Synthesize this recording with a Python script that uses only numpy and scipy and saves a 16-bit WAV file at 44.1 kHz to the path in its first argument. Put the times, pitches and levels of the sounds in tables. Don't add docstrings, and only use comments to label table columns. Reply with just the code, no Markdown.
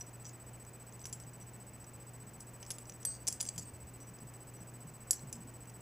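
import sys
import numpy as np
from scipy import signal
from scipy.fft import rfft, irfft, next_fast_len
from scipy.io import wavfile
from scipy.ndimage import uniform_filter1d

SR = 44100
rng = np.random.default_rng(int(sys.argv[2]) if len(sys.argv) > 2 else 0)


def gain_from_decibels(decibels):
    exponent = np.asarray(decibels, float) / 20
    return 10 ** exponent


def unload_audio(sound):
    columns = np.transpose(np.atleast_2d(sound))
    steps = np.round(np.clip(columns, -1, 1) * 32767)
    wavfile.write(sys.argv[1], SR, steps.astype(np.int16))


N = 256220
SIZE = next_fast_len(N)


def evened(x):
    return x / np.sqrt(np.mean(x ** 2) + 1e-20)


def read(points, hz):
    f, value = np.transpose(points)
    return np.interp(np.log(hz + 1), np.log(f + 1), value)


def add(mix, s, sound):
    part = mix[round(s * SR):][:len(sound)]
    part += sound[:len(part)]


def shaped(x, points):
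    return irfft(rfft(x) * gain_from_decibels(read(points, np.fft.rfftfreq(len(x), 1 / SR))), len(x))


def coloured(points, size):
    z = rfft(rng.standard_normal(size))
    return evened(irfft(z * gain_from_decibels(read(points, np.fft.rfftfreq(size, 1 / SR))), size))


def ring(hz, db, t60, phase=0):
    t = np.arange(round(min(t60, .4) * SR)) / SR
    twin = 0.23 * np.sin(2 * np.pi * (hz * 1.006 * t + rng.random())) * gain_from_decibels(-60 * t / 0.24)
    onset = (1 - np.exp(-t / 0.00012)) ** 2
    return gain_from_decibels(db - 60 * t / t60) * (np.sin(2 * np.pi * hz * t + phase) + twin) * onset


# f/Hz, level/dB
STEEL_MODES = [(1750, -20.5), (2450, -24), (3300, -14), (4780, -3.5), (5150, -5.5), (5680, -10),
               (6120, -0.5), (6700, -8.5), (7100, -3.5), (7460, 0), (7950, -3.5), (8650, -8), (9330, -34),
               (10300, 1.5), (10650, -16.5), (11780, -21), (12700, -8.5), (13900, -5), (15000, -3)]


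def modes(t60):
    out = np.zeros(4096)
    chances = rng.random((len(STEEL_MODES), 3))
    for (hz, db), (share, detune, turn) in zip(STEEL_MODES, chances):
        add(out, 0, ring(hz * (.97 + 0.051 * detune), db - 12 * share, t60, 2 * np.pi * turn))
    return out


# f/Hz, level/dB per Hz
CRACK_SPECTRUM = [(700, -6), (1500, -11), (3000, -9), (4300, -12.5), (5500, 1.5), (7500, 0), (9000, -0.5),
                  (11000, 1), (13000, -13), (16500, -20)]


def knock(db, ring_hz, treble_db, body_db, t60):
    out = gain_from_decibels(-9) * modes(0.62 * t60)
    add(out, 0, ring(ring_hz, -9.5, t60))
    t = np.arange(4096) / SR
    tick = gain_from_decibels(0.5 + 0.15 * (db + 23) - 60 * t / 0.006) * np.minimum(t / .0003, 1)
    chatter = gain_from_decibels(-3 - 60 * t / (.5 * t60 + 0.0042)) + gain_from_decibels(-25.5 - 60 * t / 0.13)
    out += gain_from_decibels(-2.5) * shaped(rng.standard_normal(len(t)) * (tick + chatter), CRACK_SPECTRUM)
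    colour = [(900, body_db + 18), (1500, body_db + 20.5), (3600, body_db + 22.5), (4600, 0), (8000, 0),
              (8800, treble_db + 10), (12000, treble_db + 5.5), (13500, treble_db)]
    return gain_from_decibels(db) * shaped(out, colour)[:-200]


# t/s, peak level/dB, main ring f/Hz, treble/dB, body/dB
HARD_CLACKS = [(0.0103, -37, 5860, -18, -19), (0.252, -38, 5920, -23, -19), (1.0536, -32, 5590, -13, -16),
               (1.1267, -35, 7330, -11, -26), (2.4044, -37, 7300, -9.5, -32), (2.6266, -39, 5370, -14, -11),
               (2.7033, -30, 5480, -5.5, -15), (2.7076, -31.5, 7400, -7, -17),
               (2.7145, -28.5, 6550, -12, -30), (2.783, -39.5, 7280, -5.5, -14),
               (2.8949, -36.5, 5900, -12, -17.5), (3.05, -26.5, 5920, -7, -18),
               (3.2688, -29, 7640, -15, -26), (3.2755, -21.5, 5680, -17, -28.5),
               (3.2807, -19, 7690, -10.5, -30), (3.2842, -23, 5520, -10, -22),
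               (3.3251, -28, 7230, -8.5, -33), (3.4049, -26, 5750, -12, -18.5),
               (3.4102, -26, 7660, -3, -21), (3.488, -28.5, 7750, -16, -25),
               (3.5786, -32, 7500, -13, -16.5), (5.1074, -15.5, 6800, -10, -39),
               (5.13, -27.5, 6300, -18, -24), (5.3264, -31.5, 7230, -8.5, -24)]
# t/s, peak level/dB, main ring f/Hz
DULL_TOUCHES = [(0.2457, -44, 6020), (0.2648, -41.5, 5600), (0.2931, -44, 6530), (0.9232, -46, 7580),
                (0.993, -49, 5990), (1.0155, -46, 7400), (1.041, -44, 5910), (1.0667, -42, 5900),
                (1.2345, -46, 5800), (1.4106, -47, 5860), (1.8413, -44.5, 5800), (1.3325, -53, 6000),
                (2.65, -47, 6040), (2.6627, -41.5, 5590), (2.854, -45.5, 5890), (2.9208, -44, 5830),
                (3.4, -34, 6790), (4.186, -45.5, 6000), (5.1586, -52, 6110), (5.1814, -53, 6240),
                (5.3544, -45, 7140)]
# t/s, peak level/dB, main ring f/Hz
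EDGE_GRAZES = [(0.6488, -51, 6280), (1.0966, -48, 6010), (1.199, -43, 5600), (2.6814, -55, 7080),
               (3.0283, -41.5, 5740), (3.426, -37, 6700), (3.452, -38, 5950), (3.462, -37, 5580),
               (3.5595, -43, 6900), (4.0012, -49, 5800), (4.337, -51, 5960), (5.1414, -48, 7750),
               (5.1926, -48, 5870), (5.3354, -53, 7510), (5.3794, -56, 7150), (5.6544, -51.5, 5900),
               (5.6968, -48, 5640)]


def knocks():
    light_t60_s = 0.033
    touch_treble_db, touch_body_db = -21, -21.5
    graze_treble_db, graze_body_db = -10, -18
    blows = [(*row, 0.035 * np.exp(-0.03 * (row[1] + 30))) for row in HARD_CLACKS]
    blows += [(*row, touch_treble_db, touch_body_db, light_t60_s) for row in DULL_TOUCHES]
    blows += [(*row, graze_treble_db, graze_body_db, light_t60_s) for row in EDGE_GRAZES]
    out = np.zeros(N)
    for s, *blow in blows:
        add(out, s + .001, knock(*blow))
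    return out


PART_HZ = {"blade": 8188, "tang": 4570, "latch": 5900, "pin": 7465, "tip": 11850, "spine": 10350, "handle":
           7955, "edge": 11740, "slot": 10620, "grip": 1750, "bolt": 6115, "stop": 5200, "washer": 13900,
           "rib": 9500, "heel": 4200, "key": 7200, "tail": 4786}
# part, level/dB, t60/s
SWING_RINGS = [
    ("blade", -30.5, 0.23),
    ("tang", -54, .5),
    ("tail", -46, .04),
    ("latch", -43, .06),
    ("pin", -44, .079),
    ("tip", -33.5, .05),
    ("tip", -54, .2),
    ("spine", -35, .03),
]
# part, level/dB, t60/s
SHUT_RINGS = [
    ("handle", -24, 0.047),
    ("edge", -37, .11),
    ("slot", -22, 0.036),
    ("bolt", -29, .025),
    ("key", -14, .009),
    ("grip", -45, .025),
    ("tail", -41, .05),
]
# t/s, part, level/dB, t60/s
LONE_RINGS = [(.008, "spine", -60, .036), (1.054, "spine", -53, .07), (1.054, "tip", -50, .06),
              (1.127, "pin", -39, .06), (1.127, "spine", -50, 0.099), (1.842, "latch", -59, .047),
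              (2.705, "spine", -43, .04), (2.716, "tip", -52, .05), (3.282, "latch", -43, .044),
              (3.286, "washer", -52, .04), (3.325, "blade", -50, .26), (3.406, "tang", -59, .16),
              (3.427, "rib", -31.5, .03), (3.4893, "handle", -26, .023), (3.579, "tip", -51, .06),
              (3.6, "tang", -65, .5), (5.1312, "handle", -32.5, 0.051), (5.16, "bolt", -44, 0.058),
              (5.193, "heel", -53, .03), (5.328, "key", -54, .16), (5.328, "stop", -50, .068)]


def ringing_parts():
    swing_s, shut_s = 3.0512, 5.1087
    rings = [(swing_s, *row) for row in SWING_RINGS] + [(shut_s, *row) for row in SHUT_RINGS]
    out = np.zeros(N)
    for s, part, db, t60 in rings + LONE_RINGS:
        sound = ring(PART_HZ[part], db, t60)
        flutter = evened(uniform_filter1d(rng.standard_normal(len(sound)), 300))
        onset = np.minimum(np.arange(len(sound)) / (.0003 * SR), 1)
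        add(out, s, sound * gain_from_decibels(1.5 * flutter) * onset)
    return out


def rattle(length, db, treble_db):
    size = round(length * SR)
    hits = rng.random(size) < 1200 / SR
    taps = hits * gain_from_decibels(2.9 * rng.exponential(1, size)) * rng.choice([-1, 1], size)
    taps = taps * signal.windows.tukey(size, .5)
    colour = [(1200, -5), (3000, -3), (8000, 2.5), (9000, treble_db), (12000, treble_db),
              (13500, treble_db - 10)]
    out = shaped(signal.fftconvolve(taps, modes(0.015)), colour)
    return gain_from_decibels(db) * out / np.sqrt(np.mean(out[:size] ** 2) + 1e-20)


# t/s, length/s, rms level/dB, treble/dB
HANDLE_RATTLES = [(0.249, 0.068, -65, -12), (1.052, .025, -56, -5), (1.1265, .012, -46, -3),
                  (3.056, 0.13, -59, -9), (3.27, .018, -44, -6), (3.288, 0.042, -51, -3),
                  (3.329, .04, -59, -2), (3.401, 0.018, -40, -6), (3.424, .03, -55, 0),
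                  (3.463, .018, -49, -10), (3.4855, 0.0065, -41.5, -9), (3.578, 0.025, -45.5, 1),
                  (3.599, 0.05, -59, -2), (5.094, .013, -66, -14), (5.324, 0.0097, -50.5, -2)]


def rattles():
    out = np.zeros(N)
    for s, *shake in HANDLE_RATTLES:
        add(out, s, rattle(*shake))
    return out


# t/s, length/s, f/Hz, level/dB
PIVOT_SQUEAKS = [(.005, 0.016, 5850, -46), (0.251, 0.029, 5900, -57), (1.036, 0.019, 6000, -54.5),
                 (1.412, 0.028, 5880, -65), (3.65, .017, 8400, -51.5), (3.665, 0.038, 8500, -55.5),
                 (4.001, .06, 5900, -65.5), (4.067, 0.034, 5830, -72), (4.554, 0.083, 5880, -70.5),
                 (3.103, .014, 5950, -58), (3.464, .014, 8300, -48)]


def squeaks():
    out = np.zeros(N)
    for s, length, hz, db in PIVOT_SQUEAKS:
        size = round(length * SR)
        pitch_slip, level_slip = evened(uniform_filter1d(rng.standard_normal((2, size)), 150))
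        tone = np.sin(2 * np.pi * np.cumsum(hz + 40 * pitch_slip) / SR) * gain_from_decibels(4.0 * level_slip)
        add(out, s, gain_from_decibels(db + 2) * tone * signal.windows.tukey(size, .4))
    return out


def knife():
    return knocks() + ringing_parts() + rattles() + squeaks()


# t/s, f/Hz, level/dB, length/s
SEAT_BUMPS = [(1.25, 165, -56, 0.087), (3.44, 198, -55.5, 0.078), (3.55, 170, -49, 0.12),
              (3.57, 237, -54, 0.074), (3.57, 88.5, -53, 0.097), (3.72, 91, -49.5, 0.065),
              (3.81, 75, -50, .1), (3.86, 200, -55, 0.065), (4.08, 180, -57, .08), (4.21, 213.5, -56, 0.1),
              (4.22, 148, -52, 0.11), (4.6, 181.4, -56, 0.074), (4.84, 158, -48.5, 0.09),
              (4.95, 149, -61, .06), (5.22, 140, -48, 0.12), (5.23, 252, -57.5, 0.079), (5.3, 85, -55, .08),
              (5.33, 236, -51.5, 0.13), (5.36, 170.5, -54, .1), (5.44, 279, -59, 0.084)]


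def seat():
    out = np.zeros(N)
    for s, hz, db, length in SEAT_BUMPS:
        u = np.arange(round(1.5 * length * SR)) / (length * SR)
        swell = np.e * 4 * u * np.exp(-4 * u) * np.cos(np.pi * u / 3)
        cycles = hz * length * u * (1 - 0.03 * u) + rng.random()
        add(out, s, gain_from_decibels(db + 1.0) * swell * np.sin(2 * np.pi * cycles))
        puff = [(.5 * hz, -30), (.7 * hz, 0), (1.5 * hz, -3), (3 * hz, -30), (6 * hz, -80)]
        add(out, s, gain_from_decibels(db - 9) * swell * coloured(puff, len(u)))
    return out


# f/Hz, t60/s
ROOM_T60 = [(500, 0.29), (3000, 0.27), (8000, 0.24), (15000, 0.04)]


def room(x):
    taps = np.zeros(SR // 2)
    at = np.arange(100, len(taps) - 20, 20)
    taps[at + rng.integers(0, 20, len(at))] = rng.choice([-1., 1.], len(at))
    hz, t, z = signal.stft(taps, SR, nperseg=128)
    decay = gain_from_decibels(-60 * t / read(ROOM_T60, hz)[:, None])
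    tail = signal.istft(z * decay, SR, nperseg=128)[1]
    return signal.fftconvolve(x, tail / np.linalg.norm(tail))[:N]


# f/Hz, rms level/dB
READOUT_TONES = [(3025, -87), (4215, -91), (4484, -91), (4958, -82), (5410, -88), (5706, -88), (6153, -88),
                 (9210, -91), (9458, -90), (9840, -84), (9916, -83), (10282, -88), (10588, -84),
                 (10664, -84), (11041, -78), (11116, -85), (11493, -85), (11794, -85), (12000, -87),
                 (12214, -84), (12505, -84), (12876, -85), (12955, -77), (13334, -88), (13415, -89),
                 (13705, -89), (14088, -93), (15310, -80), (15546, -94)]
# f/Hz, level/dB
READOUT_HISS = [(3000, -27), (4500, -7.5), (8000, -9.5), (10000, -5.5), (12500, -5), (14000, -9),
                (15600, -10), (15900, -60)]


def camera():
    frame_s, first_s, busy_s = .0667533, -.0021, .0318
    bus_hz, row_hz = 7999.77, 15252
    t = np.arange(N) / SR
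    since = (t - first_s) % frame_s
    frame = ((t - first_s) // frame_s).astype(int)
    busy = uniform_filter1d(1. * (since < busy_s), 20)
    tones = np.zeros(N)
    for hz, db in READOUT_TONES:
        turn = rng.random() + 0.24 * rng.random(frame[-1] + 1)[frame]
        tones += gain_from_decibels(db + 3.5) * np.sin(2 * np.pi * (hz * since + turn))
    bus = np.sin(2 * np.pi * bus_hz * t) * (gain_from_decibels(-54) * busy + gain_from_decibels(-81))
    flip = uniform_filter1d(np.sign(since - frame_s / 2), size=24)
    rows = gain_from_decibels(-67.5) * np.sin(2 * np.pi * row_hz * (since % (frame_s / 2))) * flip
    hiss = gain_from_decibels(-69) * coloured(READOUT_HISS, SIZE)[:N]
    return bus + rows + busy * (gain_from_decibels(0.7) * tones + hiss)


# f/Hz, rms level/dB
HUM_TONES = [(120.1, -55), (59.7, -69), (968.3, -83), (1150, -84), (2605, -89)]


def hum():
    t = np.arange(N) / SR
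    wavers = evened(uniform_filter1d(rng.standard_normal((len(HUM_TONES), N)), 4000))
    out = np.zeros(N)
    for (hz, db), waver in zip(HUM_TONES, wavers):
        out += gain_from_decibels(db + 2.5 + 1.07 * waver) * np.sin(2 * np.pi * hz * t)
    return out


# f/Hz, level/dB per Hz
WASH_SPECTRUM = [(22, -10), (45, -4), (90, 0), (200, -1), (400, -6), (900, -11), (1300, -15), (2700, -20),
                 (3500, -29), (4200, -30), (6000, -25), (8000, -27), (11500, -33), (13500, -34.5),
                 (15000, -37)]
# f/Hz, likeness [0 to 1]
CHANNEL_LIKENESS = [(25, .985), (60, 0.98), (130, 1), (290, .95), (640, 0.94), (1400, 0.86), (3100, 0.91),
                    (6800, 0.84), (11000, 0.65), (15000, .5)]


def wash():
    edge_hz, level_db = 15000, -56
    hz = np.fft.rfftfreq(SIZE, 1 / SR)
    same = read(CHANNEL_LIKENESS, hz)
    mid, side = rfft(rng.standard_normal((2, SIZE))) * gain_from_decibels(read(WASH_SPECTRUM, hz)) * (hz < edge_hz)
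    mid = mid * np.sqrt(1 + same)
    side = side * np.sqrt(1 - same)
    return gain_from_decibels(level_db) * evened(irfft(np.array([mid + side, mid - side]), SIZE)[:, :N])


def scene():
    steel = knife()
    return steel + gain_from_decibels(-15.5) * room(steel) + seat() + camera() + hum() + wash()


def low_pass(x):
    return signal.sosfilt(signal.butter(12, 16930, fs=SR, output="sos"), x)


def record(dry):
    left_lag = .48
    hz = np.fft.rfftfreq(SIZE, 1 / SR)
    z = rfft(dry, SIZE) * gain_from_decibels(read([(15700, 0), (16000, -14), (16900, -20)], hz))
    z[0] *= np.exp(-2j * np.pi * hz / SR * left_lag)
    mix = irfft(z, SIZE)[:, :N]
    return low_pass(mix)


dry = scene()
out = record(dry)
unload_audio(out)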